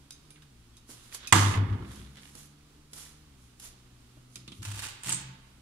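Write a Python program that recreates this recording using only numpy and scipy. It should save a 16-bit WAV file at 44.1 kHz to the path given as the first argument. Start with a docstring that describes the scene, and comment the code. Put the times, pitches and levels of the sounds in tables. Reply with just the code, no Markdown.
"""A knife is thrown into an old wooden door that leans under a shed roof.
First blades clink in the hand and shoes scuff: modal rings with noise bursts, and grainy noise strokes.
The point cracks into the wood, the panel booms and rattles: shaped noise, modal rings, a gated sine.
Steps approach, a hand grips, the blade is levered out: noise chopped by random catches, then chirps.
Throughout, harmonics of a far-off engine hum through its gears over coloured noise for the air."""
import sys
import numpy as np
from scipy import signal
from scipy.fft import rfft, irfft
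from scipy.io import wavfile
from scipy.ndimage import uniform_filter1d

SR = 44100
rng = np.random.default_rng(int(sys.argv[2]) if len(sys.argv) > 2 else 0)


def transcribe(u):
    """Save the signal u as a 16-bit wav file named by the first command-line argument.

    u: samples, shape (n,) or (channels, n), limited to [-1, 1]; the rate is SR.
    q: integer samples, one column per channel.
    """
    v = np.clip(np.atleast_2d(u).T, -1, 1)
    q = np.round(v * 32767).astype(np.int16)
    wavfile.write(sys.argv[1], SR, q)


N = 247401
TIME = np.arange(N) / SR
BINS = np.fft.rfftfreq(N, 1 / SR)

HIT_S = 1.3244
PANEL_HZ = 100.3  # main mode of the door panel
# stages of the blow: (level [dB], attack [s], hold [s], decay [s])
BITE_SHAPE = (-9, .0005, .004, .005)  # the point splits the wood
KNOCK_SHAPE = (-19, 0.0055, 0.0007, .009)  # the panel gives
RATTLE_SHAPE = (-21.8, .012, .04, .088)  # the door's skin rattles on
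TICK_SHAPE, TICK_DELAY_S = (-13.5, .0004, .0008, .0012), .002  # the blade itself ticks as it stops dead
RATTLE_STOP_S, RATTLE_STOP_DECAY_S = .235, .03  # after the blow: the support damps the skin
CRACK_RISE_S = .0006  # the wood takes a moment to start ringing
# spectra of the splitting, the knock, the rattle and the clatter: (frequency [Hz], density [dB])
BITE_COLOUR = [(88, -36.5), (150, -6), (509, -18), (1020, -1.5), (1370, -8), (1950, -2.5), (2600, -8.5),
               (3150, -6.5), (4140, -16.5), (4740, -15), (6980, -12.5), (8320, -7.5), (12500, -30.5),
               (14600, -25), (15500, -39)]
KNOCK_COLOUR = [(200, -19.5), (480, -19), (740, 0), (880, -10.5), (1080, 2), (1300, -4), (1550, -18),
                (1950, -6), (2600, -13), (6000, -25)]
RATTLE_COLOUR = [(210, -16), (330, 1), (480, -16), (620, -11.5), (800, -4), (1030, -1), (1330, -1.5),
                 (1550, -6), (2100, -6.5), (2500, -10.5), (3400, -9.5), (5200, -11.5), (6600, -7.5),
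                 (8000, -12.5), (10000, -13.5), (15500, -34)]
CLATTER_COLOUR = [(200, -12), (330, -3), (520, -12), (850, -1), (1250, 0), (1550, -7), (2050, -5),
                  (3300, -10), (5000, -21), (8000, -30), (15000, -50)]
# resonances of the door's skin: (frequency [Hz], width [Hz], lift [dB])
SKIN = [(889, 25, 6.5), (1045, 25, 6), (1162, 25, 5), (1228, 40, 5), (1346, 25, 5.5), (1480, 22, 7),
        (1637, 35, 4.5), (1710, 28, 8), (2050, 60, 5), (2610, 40, 2.5), (2960, 25, 5.5), (3100, 35, 7.5),
        (3300, 54, 3.5), (3720, 100, 4.5), (4264, 15, 2.5), (4833, 72, 3.5)]
# the loose skin and the support clatter as the door rocks: (time [s], level [dB], decay [s])
CLATTERS = [(1.3555, -23, .008), (1.377, -23.5, .011), (1.425, -31, .014), (1.47, -32.5, .016),
            (1.511, -32, .016), (1.539, -29, .022), (1.574, -34.5, .012), (1.613, -43, .012),
            (1.699, -46, .008), (1.727, -43, .022), (1.824, -47, .011), (1.848, -50, .01),
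            (1.915, -51, .014), (1.962, -53, .015)]
# modes of the struck wood: (frequency [Hz], relative level [dB], t60 [s])
WOOD = [(700, -7, .4), (764, -5, .35), (889, -5, .55), (953, -1, .37), (1018, -6, .7), (1045, -3, .65),
        (1070, -4, .55), (1165, -3, .55), (1195, -4, .8), (1260, -1, .45), (1343, -1, .42), (1642, -3, .4),
        (1992, -7, .7), (2062, -7, .75), (2304, -14, .4), (2606, -8, .3), (2805, -12, .5), (3031, -14, .6),
        (3122, -13, .49), (3290, -11, .46), (3655, -11, .48), (4037, -12, .4), (4269, -12, .4),
        (4404, -12, .35), (4850, -17, .7)]
# short rings of the wood round the point: (time [s], frequency [Hz], level [dB], t60 [s])
CRACK_RINGS = [(1.3241, 2020, -9.5, .035), (1.3265, 960, -14, 0.03), (1.328, 3650, -18, 0.014),
               (1.331, 2750, -20, .03), (1.3342, 1130, -5.5, 0.026), (1.3335, 760, -14, 0.035)]


def strike():
    """Impact excitation: a broadband crack, free modes of the wood, then rattling and clattering contacts."""
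    crack = envelope(HIT_S, *BITE_SHAPE) * noise(BITE_COLOUR)
    crack += envelope(HIT_S, *KNOCK_SHAPE) * noise(KNOCK_COLOUR)
    crack += envelope(HIT_S + TICK_DELAY_S, *TICK_SHAPE) * noise(SQUEAK_COLOUR)

    # the rattle strengthens once in every cycle of the panel
    slap = 1 + 0.2 * np.cos(2 * np.pi * PANEL_HZ * (TIME - HIT_S))
    damping = np.exp(-np.maximum(TIME - HIT_S - RATTLE_STOP_S, 0) / RATTLE_STOP_DECAY_S)
    rattle_level = envelope(HIT_S, *RATTLE_SHAPE) * damping * slap
    rattle = rattle_level * noise(RATTLE_COLOUR, grain_db=1.5, resonances=SKIN)
    rattle += bursts(CLATTERS) * noise(CLATTER_COLOUR, grain_db=1, resonances=SKIN)

    wood = np.zeros((2, N))
    add(wood, HIT_S, gain_of(-27) * np.array([ring(WOOD), ring(WOOD)]))
    for s, hz, db, t60 in CRACK_RINGS:
        tone = ring([(hz, db, t60)])
        add(wood, s, tone * np.minimum(TIME[:len(tone)] / CRACK_RISE_S, 1))
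    sides = gain_of([[-2], [0]])  # the point lands right of centre
    return sides * (shed(crack, wet_db=-10) + wood) + shed(rattle, wet_db=-18)


# low modes of the panel, before softening: (frequency [Hz], relative level [dB], t60 [s])
DOOR = [(108.1, -8.5, 0.56), (133.5, -1, 0.37), (127.8, 0, 0.43), (167, -3, .4), (185.5, -4, 0.6),
        (205.2, -11, 2), (260.5, -6, .6), (280, -12, .9), (307.9, -4, 0.55), (332.2, -6, 0.55),
        (357.5, -5, .45), (385, -12, .45), (420, -15, .35), (515, -15, .35)]
# modes of the whole frame: (frequency [Hz], relative level [dB], t60 [s])
FRAME = [(59, -3.5, 0.36), (65, 0.5, .6)]
# a hand or the blade pushes the door: (time [s], low modes [dB], frame [dB])
THUMPS = [(4.357, -55.5, -65), (4.478, -52, -66.5), (4.585, -51, -55), (4.72, -53, -48), (5.061, -44, -58),
          (5.13, -48, -63)]
# spectrum of the rocking door's rumble: (frequency [Hz], density [dB])
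RUMBLE_COLOUR = [(40, -28.5), (60, -18.5), (80, -13.5), (130, -0.5), (200, -6.5), (260, -3.5), (330, -10.5),
                 (450, -13), (600, -20), (1200, -18), (2200, -25.5), (4000, -53)]
RUMBLE_RISE_S, RUMBLE_HOLD_S, RUMBLE_DECAY_S = 0.0066, .02, .17
# rebounds and pushes are softer than the blow and wake the modes above 170 Hz less
SOFT_DB_PER_OCTAVE = 4


def boom():
    """Modal excitation: each contact wakes low modes of panel and frame, softer ones less in the highs."""
    out = swing()
    contacts = [(s, panel_db, frame_db) for s, _, _, panel_db, frame_db, _ in ROCKS] + list(THUMPS)
    for k, (s, panel_db, frame_db) in enumerate(contacts):
        soft = SOFT_DB_PER_OCTAVE if k else 0
        panel = [(hz, db - soft * max(np.log2(hz / 170), 0), t60) for hz, db, t60 in DOOR]
        modes = gain_of(panel_db) * ring(panel) + gain_of(frame_db) * ring(FRAME)
        add(out, s, modes * (1 - np.exp(-TIME[:len(modes)] / 0.0045)))
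    # independent rumbles add in power
    power = sum(envelope(s, db, RUMBLE_RISE_S, RUMBLE_HOLD_S, RUMBLE_DECAY_S) ** 2 for s, *_, db in ROCKS)
    return out + np.sqrt(power) * noise(RUMBLE_COLOUR)


# the door is struck, then rocks back against its support:
# (time [s], swing [dB], swing length [s], low modes [dB], frame [dB], rumble [dB])
ROCKS = [(1.3252, -23.5, .205, -29.5, -49.5, -30), (1.553, -21.8, .125, -42, -44, -37.5),
         (1.686, -26.5, .094, -40, -39, -46), (1.799, -41, .07, -40.5, -48, -52),
         (1.884, -50, .07, -55, -47, -57), (1.972, -53, .08, -53, -45, -62)]
SWING_RISE_S, REBOUND_RISE_S = 0.0091, .035  # the main mode starts fast under the knife, slower on a rebound
SWING_SAG_DB_PER_S, REBOUND_SAG_DB_PER_S = 4, 98
SWING_STOP_S = .03  # the main mode is damped as the door swings back


def swing():
    """Interrupted resonance: the panel's main mode swells after each contact and dies before the next."""
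    size = np.zeros(N)
    for k, (s, db, length, *_) in enumerate(ROCKS):
        rise, sag = (REBOUND_RISE_S, REBOUND_SAG_DB_PER_S) if k else (SWING_RISE_S, SWING_SAG_DB_PER_S)
        gate = np.clip((TIME - s) / rise, 0, 1)
        gate *= np.clip((s + length - TIME) / SWING_STOP_S, 0, 1)
        size += gate * gain_of(db - sag * np.clip(TIME - s - rise, 0, 1))
    return size * np.sqrt(2) * np.sin(2 * np.pi * PANEL_HZ * (TIME - HIT_S))


# the hand handles the wooden grip: (time [s], knock [dB], decay [s], creak [Hz], creak [dB])
GRIPS = [(0.305, -58, .01, 2300, -59), (0.358, -54, .0075, 2200, -56), (0.372, -61, .006, 1500, -61),
         (0.421, -55, .014, 1700, -59), (4.36, -48, .012, 2500, -49), (4.4775, -39.5, .01, 3650, -44),
         (4.519, -42, .0095, 3150, -45)]
GRIP_CREAK_S, GRIP_ROUGH = .016, .14  # the grip creaks under the fingers
# spectra of grip, scrape and squeak: (frequency [Hz], density [dB])
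GRIP_COLOUR = [(100, -8.5), (280, 7), (450, -8.5), (800, -17), (1250, 0.5), (1550, -15.5), (2300, -3),
               (2900, 1.5), (3900, 1), (4600, -9), (7000, -13), (9400, -9.5), (12000, -33), (15500, -40)]
SCRAPE_COLOUR = [(150, -16), (250, -8), (450, -10.5), (600, -10.5), (900, -1.5), (1350, -5), (1800, -2),
                 (2800, 0), (3700, -1.5), (5400, -2.5), (8900, 1.5), (12000, -9.5), (15500, -17)]
SQUEAK_COLOUR = [(3000, -32), (5800, -11), (7000, -1), (8200, 5), (9000, -3.5), (10500, -19), (15000, -33)]
# two tugs work the blade loose: (time [s], length [s], scrape [dB], build-up [dB], release [s])
TUGS = [(4.62, .225, -39.5, 8.5, .055), (5.036, .056, -33, 10, .048)]
CATCHES_PER_S, CATCH_SPREAD_DB, CATCH_DECAY_S = 850, 3, .0007  # fibres catch and tear at random
# wood fibres let go of the steel with a snap: (time [s], level [dB], decay [s])
SLIPS = [(4.621, -46, .004), (4.628, -41.5, .008), (4.651, -36.5, .008), (4.685, -44, .004),
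         (4.714, -44, .005), (4.7425, -44, .005), (4.766, -44, .005), (4.7922, -32, .0035),
         (4.8208, -39, .004), (4.836, -37, .009), (4.888, -42, .005), (5.034, -35, .002), (5.12, -33, .008)]
# the slot creaks round the blade: (time [s], frequency [Hz], level [dB])
CREAKS = [(4.628, 1300, -47), (4.834, 2800, -43), (4.839, 1400, -42)]
CREAK_S, CREAK_ROUGH = .01, .07
SLIDE_S, SLIDE_DB, SLIDE_RISE_S, SLIDE_FALL_S = 5.12, -35.5, .046, .056  # the blade slides free
# the blade rings on as it leaves the wood: (frequency [Hz], width [Hz], lift [dB])
FREE_BLADE = [(7250, 400, 9), (7850, 300, 8), (8350, 350, 13)]
# envelope of that ringing: (level [dB], attack [s], hold [s], decay [s])
FREE_SHAPE = (-41, .01, .01, .04)
# the blade chirps in the slot: (time [s], frequency [Hz], level [dB], length [s])
SQUEAKS = [(5.034, 8400, -30, .0035), (5.0925, 8300, -21, .007), (5.1195, 7800, -26, .004),
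           (5.12, 4900, -33, .003), (5.1235, 8500, -18, .004), (5.1265, 7500, -18, .003),
           (5.130, 7700, -24, .007), (5.138, 7300, -28, .004), (5.1445, 7900, -23, .005)]
SQUEAK_ROUGH = .09
# the panel bends and groans under the hand: (time [s], level [dB], attack [s], hold [s], decay [s])
GROANS = [(4.58, -44, .015, .02, .015), (4.655, -36.5, .025, .015, .085)]
GROAN_HZ = 102
# modes in which the freed door hums: (frequency [Hz], relative level [dB])
FREED = [(67, -8), (132, 3.5), (183, -5)]
HUM_START_S = 5.05
# envelope of that hum: (level [dB], attack [s], hold [s], decay [s])
HUM_SHAPE = (-48.5, .03, .24, .04)


def pull():
    """Dry friction: random catches chop the scrape, the freed blade squeaks, and the panel groans and hums."""
    grip = bursts([row[:3] for row in GRIPS]) * noise(GRIP_COLOUR)
    for s, _, _, hz, db in GRIPS:
        add(grip, s, chirp(hz, db, GRIP_CREAK_S, GRIP_ROUGH))

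    catches = (rng.random(N) < CATCHES_PER_S / SR) * gain_of(CATCH_SPREAD_DB * rng.standard_normal(N))
    chatter = evened(.25 + decaying(catches, CATCH_DECAY_S))
    drag = sum(tug(*row) for row in TUGS) * chatter + bursts(SLIPS)
    scrape = drag * (noise(SCRAPE_COLOUR, grain_db=.6, resonances=SKIN) + slot())
    for s, hz, db in CREAKS:
        add(scrape, s, chirp(hz, db, CREAK_S, CREAK_ROUGH))

    rub = strokes([(SLIDE_S, SLIDE_DB, SLIDE_RISE_S, SLIDE_FALL_S)])
    squeak = rub * noise(SQUEAK_COLOUR, grain_db=1.6)
    free_ring = noise(SQUEAK_COLOUR, grain_db=1.5, resonances=FREE_BLADE)
    squeak += envelope(SLIDE_S, *FREE_SHAPE) * free_ring
    for s, hz, db, length in SQUEAKS:
        add(squeak, s, chirp(hz, db, length, SQUEAK_ROUGH))

    bending = sum(envelope(*row) for row in GROANS)
    groan = bending * np.sqrt(2) * np.sin(2 * np.pi * GROAN_HZ * TIME)
    freed_modes = sum(gain_of(db) * np.sin(2 * np.pi * hz * TIME) for hz, db in FREED)
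    hum = envelope(HUM_START_S, *HUM_SHAPE) * freed_modes
    return shed(grip, wet_db=-11) + shed(scrape, wet_db=-7) + shed(squeak, wet_db=-6) + groan + hum


def tug(s, length, db, build_db, release):
    """Friction under load: the blade starts to drag, grinds harder as the force builds, then eases."""
    to_go = np.clip(1 - (TIME - s) / length, 0, 1)
    return envelope(s, db, .004, length, release) * gain_of(-build_db * to_go)


# the slot pinches the blade and sings as the grip shifts: (frequency [Hz], width [Hz], level [dB])
SLOT = [(1500, 220, -18), (2800, 300, -13)]
SLOT_WANDER, SLOT_WANDER_S = .15, .025  # largest shift as a share of the frequency; time between new shifts


def slot():
    """Friction-driven resonance: noise fills modes whose frequencies wander as the blade is levered."""
    out = np.zeros((2, N))
    for hz, width, db in SLOT:
        knots = np.arange(0, N / SR + SLOT_WANDER_S, SLOT_WANDER_S)
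        pinch = 1 + SLOT_WANDER * np.interp(TIME, knots, rng.uniform(-1, 1, len(knots)))
        out += gain_of(db) * resonate(noise(SCRAPE_COLOUR), hz * pinch, width)
    return out


# modes of a hand-held blade: (frequency [Hz], relative level [dB], full t60 [s])
BLADE = [(2490, -7, .14), (3765, -1, .2), (5035, -1, .22), (5588, -10, .13), (6330, 1, .16),
         (8950, -10, .14), (9625, -4, .18), (10800, -8, .13), (12190, -6, .1)]
# steel touches steel: (time [s], click [dB], buzz [dB], ring [dB],
# strongest partial [Hz], its lift [dB], share of the full ring time)
CLINKS = [(0.107, -35.5, -50, -56, 3765, 5, .8), (0.122, -49, -52, -60, 6330, 3, .9),
          (0.305, -49, -55, -70, 9625, 16, 1.1), (0.422, -57, -58, -78, 2490, 3, .5),
          (0.768, -51, -52, -66, 3765, 6, .6), (1.273, -36, -33.5, -48, 2560, 16, .5),
          (4.357, -33.5, -42, -60, 5035, 5, .55)]
# spectrum of the contact noise: (frequency [Hz], density [dB])
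BLADE_COLOUR = [(300, -14), (1000, -9), (2500, -2), (3700, 1), (6500, 1.5), (9000, 3), (11200, 1),
                (12500, -11), (15000, -26)]
# one blade slides on another and sings faintly: (time [s], frequency [Hz], level [dB], length [s])
GLIDES = [(.31, 2380, -66, .07), (.715, 3300, -66, .08)]
GLIDE_ROUGH = .025
BUZZ_WIDTH_HZ, BUZZ_LIFT_DB = 280, 12  # contact broadens the blade's partials
BUZZ_DECAY_S = .028  # at the full ring time
LEAD_WIDTH_HZ = 500  # a touch favours the partials this close to its own
PAIR_SPREAD, PAIR_DB = .018, -3  # the blade's partials come in close pairs


def clinks():
    """Contact damping: a click, a brief buzz while steel touches steel, then free modes led by one partial."""
    click_peaks = [(hz, BUZZ_WIDTH_HZ, 7 + level) for hz, level, _ in BLADE]
    clicks = bursts([(s, db, .003) for s, db, *_ in CLINKS])
    out = clicks * noise(BLADE_COLOUR, resonances=click_peaks)
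    for s, _, buzz_db, ring_db, lead_hz, lift_db, free in CLINKS:
        peaks = [(hz, BUZZ_WIDTH_HZ, BUZZ_LIFT_DB + level) for hz, level, _ in BLADE]
        peaks.append((lead_hz, BUZZ_WIDTH_HZ, lift_db))
        out += bursts([(s, buzz_db, BUZZ_DECAY_S * free)]) * noise(BLADE_COLOUR, resonances=peaks)
        modes = []
        for hz, level, t60 in BLADE:
            lead = lift_db * np.exp(-((hz - lead_hz) / LEAD_WIDTH_HZ) ** 2)
            modes.append((hz, ring_db + level + lead, t60 * free))
        modes += [(hz * (1 - PAIR_SPREAD * rng.uniform(.5, 1.5)), db + PAIR_DB, t60) for hz, db, t60 in modes]
        add(out, s, np.array([ring(modes), ring(modes)]))
    for s, hz, db, length in GLIDES:
        add(out, s, chirp(hz, db, length, GLIDE_ROUGH))
    return shed(out, wet_db=-11)


# soles slide on gritty concrete: (peak time [s], level [dB], rise [s], fall [s])
SCUFFS = [(0.906, -46.5, 0.018, .052), (1.05, -57, .07, .09), (1.147, -39, .014, .022),
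          (1.94, -53.5, .065, .11), (2.27, -57, .09, 0.11), (2.39, -50, .03, .065),
          (2.98, -44, .033, 0.095), (3.44, -64.5, 0.062, 0.073), (3.645, -44, 0.029, .045),
          (4.37, -56.5, .05, 0.035), (4.57, -59, .06, .05)]
# grit snaps under a sole: (time [s], level [dB], decay [s])
GRIT = [(1.1465, -35.5, 0.007), (2.352, -46.5, 0.0051), (2.933, -39, .006), (3.598, -42.5, .006)]
# small stones click under a sole: (time [s], level [dB], decay [s])
STONES = [(1.118, -46, .002), (1.1255, -39.5, .003), (2.157, -44, .0022), (2.1705, -43, .002),
          (2.1745, -46, .002), (2.2335, -42.5, .0018), (2.2555, -41, .002), (2.275, -52, .004),
          (2.291, -52, .005)]
# heels meet the ground: (time [s], level [dB], decay [s])
HEELS = [(0.892, -50.5, 0.029), (2.351, -45, 0.015), (2.93, -52, 0.031), (4.17, -53, .015)]
# spectra of scuffs, stones and heels: (frequency [Hz], density [dB])
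SCUFF_COLOUR = [(240, -38.5), (400, -13), (1300, -8), (2200, -9.5), (3300, -6), (3730, -6.5), (4620, -6.5),
                (6980, -2.5), (8650, -5.5), (9930, 0), (12900, -11), (15500, -26.5)]
STONE_COLOUR = [(300, -20), (1200, -8), (1900, 2), (3200, 0), (4500, -9), (9000, -12), (15000, -24)]
HEEL_COLOUR = [(60, -2), (150, 0), (300, 1), (450, -8), (700, -9.5), (1200, -17), (2200, -21.5),
               (5000, -39.5)]
SAND_PER_S, SAND_DB, SAND_DECAY_S = 70, 6, .0006  # finer grains crack at random while a sole slides


def footwork():
    """Granular friction and impact: soles grind over grit, stones click and heels land."""
    cracks = (rng.random(N) < SAND_PER_S / SR) * rng.random(N)
    sand = 1 + gain_of(SAND_DB) * decaying(cracks, SAND_DECAY_S)
    soles = (strokes(SCUFFS) * sand + bursts(GRIT)) * noise(SCUFF_COLOUR, grain_db=1.5)
    stones = bursts(STONES) * noise(STONE_COLOUR)
    heels = bursts(HEELS) * noise(HEEL_COLOUR)
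    return shed(soles + stones + heels, wet_db=-10)


# a sleeve sweeps through the throw and falls back: (peak time [s], level [dB], rise [s], fall [s])
SLEEVES = [(1.0, -59.5, .08, 0.19), (1.245, -49.5, .065, 0.065), (1.98, -55.5, 0.17, .14),
           (2.175, -55, .015, .08)]
# spectrum of the cloth: (frequency [Hz], density [dB])
SLEEVE_COLOUR = [(200, -6.5), (500, -5.5), (900, -5), (1400, 1), (2500, -0.5), (3600, 4), (5000, -6.5),
                 (8000, -15.5), (15000, -38)]


def sleeve():
    """Cloth friction: uneven noise that swells and eases with the arm."""
    return strokes(SLEEVES) * noise(SLEEVE_COLOUR, grain_db=3)


# a far-off engine pulls up through its gears: (time [s], firing rate [Hz])
ENGINE_SPEED = [(0, 68), (0.42, 76), (0.58, 57.5), (1.1, 60), (2.1, 70), (2.7, 73.5), (3.25, 76),
                (3.42, 61), (5.6, 63)]
# its harmonics: (multiple of the firing rate, relative level [dB])
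ENGINE_ORDERS = [(1, -6), (2, 0), (3, -10), (4, -9), (6, -19)]
ENGINE_DB, ENGINE_WAVER_DB = -59.5, 2


def engine():
    """Harmonic series: only low orders of a distant engine arrive, each fading in and out on the way."""
    turns = np.cumsum(np.interp(TIME, *np.transpose(ENGINE_SPEED))) / SR
    out = np.zeros(N)
    for order, db in ENGINE_ORDERS:
        level = gain_of(ENGINE_DB + db + ENGINE_WAVER_DB * drift())
        out += level * np.sin(2 * np.pi * (round(order) * turns + rng.random()))
    return out


# spectrum of the outdoor air: (frequency [Hz], density [dB])
AIR = [(12, -30), (24, 0), (40, -8), (65, -4), (92, -13), (128, -10), (150, -11), (180, -16), (219, -11),
       (300, -11), (360, -15), (440, -17), (540, -21), (1260, -19.5), (1720, -23.5), (3000, -21.5),
       (5000, -25), (10500, -28), (12500, -34), (15500, -37)]
AIR_DB, AIR_SWELL_DB = -59.3, .7


def air():
    """Stationary broadband noise: outdoor air that swells a little at random."""
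    return gain_of(AIR_DB + AIR_SWELL_DB * drift()) * noise(AIR)


# reverberation time under the roof: (frequency [Hz], t60 [s])
SHED = [(100, 0.53), (400, 1), (1200, 1), (4000, 0.76), (8000, 0.28), (14000, 0.14)]


def shed(x, wet_db):
    """Reverberation: sparse echoes of roof and walls, each band dying at its own speed."""
    taps = rng.standard_normal((2, SR)) * (rng.random((2, SR)) < .1) * (TIME[:SR] > .004)
    hz, t, z = signal.stft(taps, SR, nperseg=256)
    decay = gain_of(-60 * t / curve_at(SHED, hz)[:, None])
    tail = signal.istft(z * decay, SR, nperseg=256)[1]
    tail /= np.linalg.norm(tail, axis=1, keepdims=True)
    return x + gain_of(wet_db) * signal.fftconvolve(x, tail, axes=1)[:, :N]


# how alike left and right are: (frequency [Hz], correlation)
LIKENESS = [(60, 1), (130, 0.99), (290, .85), (640, 0), (1400, 0.41), (3100, 0), (15000, 0.28)]


def noise(colour, grain_db=0, resonances=()):
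    """Filtered noise, correlated between two ports by frequency; grains make it crackle, resonances ring."""
    grains = np.repeat(np.minimum(rng.exponential(1, N // 32 + 1), 4), 32)[:N]
    a, b = rfft(rng.standard_normal((2, N)) * gain_of(grain_db * grains))
    same = np.clip(curve_at(LIKENESS, BINS), -1, 1)
    db = curve_at(colour, BINS)
    for hz, width, lift in resonances:
        db = db + lift / (1 + (2 * (BINS - hz) / width) ** 2)
    ports = np.array([same * a + np.sqrt(1 - same ** 2) * b, a])
    return evened(irfft(ports * gain_of(db), N))


def ring(modes):
    """Modal decay: dying sines of one struck object, rows (Hz, dB, t60 s)."""
    t, out = TIME[:SR * 3 // 2], 0
    for hz, db, t60 in modes:
        out = out + gain_of(db - 60 * t / t60) * np.sin(2 * np.pi * (hz * t + rng.random()))
    return out


def chirp(hz, db, length, rough):
    """Frequency modulation: a brief, unsteady tone that swells and stops."""
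    t = np.arange(0, length, 1 / SR)
    waver = evened(uniform_filter1d(rng.standard_normal(len(t)), size=24))
    phase = 2 * np.pi * np.cumsum(hz * (1 + rough * waver)) / SR
    return gain_of(db) * np.sin(np.pi * t / length) * np.sin(phase)


def resonate(x, hz, width):
    """Heterodyne resonance: shifts the curve hz to zero, low-passes there, and shifts back."""
    turn, r = np.exp(2j * np.pi * np.cumsum(hz) / SR), np.exp(-np.pi * width / SR)
    narrow = signal.lfilter([(1 - r) ** 2], [1, -2 * r, r * r], x / turn)
    return evened((turn * narrow).real)


def envelope(s, db, attack, hold, decay):
    """Transient envelope: rises from s seconds, holds, then dies away exponentially."""
    t = TIME - s
    return gain_of(db) * np.clip(t / attack, 0, 1) * np.exp(-np.maximum(t - attack - hold, 0) / decay)


def bursts(rows):
    """Impulsive envelope: sudden starts that decay exponentially, rows (s, dB, decay s)."""
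    out, t = np.zeros(N), TIME[:SR // 4]
    for s, db, decay in rows:
        add(out, s, gain_of(db) * np.exp(-t / decay))
    return out


def strokes(rows):
    """Gesture envelope: movements swell to a peak and ease off, rows (peak s, dB, rise s, fall s)."""
    out = np.zeros(N)
    for s, db, rise, fall in rows:
        distance = abs((TIME - s) / np.where(TIME < s, rise, fall))
        out += gain_of(db) * np.exp(-distance ** 1.4)
    return out


def decaying(impulses, decay):
    """Exponential relaxation: every impulse dies away with a time constant in seconds."""
    return signal.lfilter([1], [1, -np.exp(-1 / (decay * SR))], impulses)


def drift():
    """Superposition: slow sines of random phase make a wander of rms 1."""
    return evened(sum(np.sin(2 * np.pi * (rate * TIME + rng.random())) for rate in np.geomspace(.2, 4, 10)))


def gain_of(db):
    """Logarithmic level: decibels to amplitude."""
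    return 10 ** (np.asarray(db) / 20)


def evened(x):
    """Power normalisation: scales each channel to rms 1."""
    return x / np.sqrt(np.mean(x ** 2, axis=-1, keepdims=True) + 1e-20)


def curve_at(points, hz):
    """Logarithmic pitch scale: interpolates a curve over log frequency."""
    f, value = np.transpose(points)
    return np.interp(np.log(hz + 1), np.log(f + 1), value)


def add(mix, s, sound):
    """Linear superposition: mixes a sound in at s seconds."""
    part = mix[..., round(s * SR):][..., :sound.shape[-1]]
    part += sound[..., :part.shape[-1]]


def scene():
    """Linear superposition of all sources over the outdoor air."""
    return strike() + boom() + clinks() + footwork() + sleeve() + pull() + air() + engine()


# the left port's response against the right: (frequency [Hz], level [dB])
LEFT_PORT = [(60, 3), (220, -1), (380, -2), (700, -8), (1300, -3.5), (2400, -7), (4400, -2), (8100, -4),
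             (15000, -14.5)]
LEFT_LAG_S = .00009  # the sound reaches the left port a little later
EDGE_HZ = 15700  # upper band limit


def record(dry):
    """Interaural-style difference, saturation, band limit: left is shaded and late, high peaks clip."""
    left = gain_of(curve_at(LEFT_PORT, BINS)) * np.exp(-2j * np.pi * BINS * LEFT_LAG_S)
    ports = irfft(rfft(dry) * np.array([left, np.ones(len(BINS))]), N)
    clipped = np.clip(ports, -.95, .95)
    low_pass = signal.firwin(511, EDGE_HZ, window=("kaiser", 9), fs=SR)
    return signal.oaconvolve(clipped, low_pass[None], "same")


dry = scene()
out = record(dry)
transcribe(out)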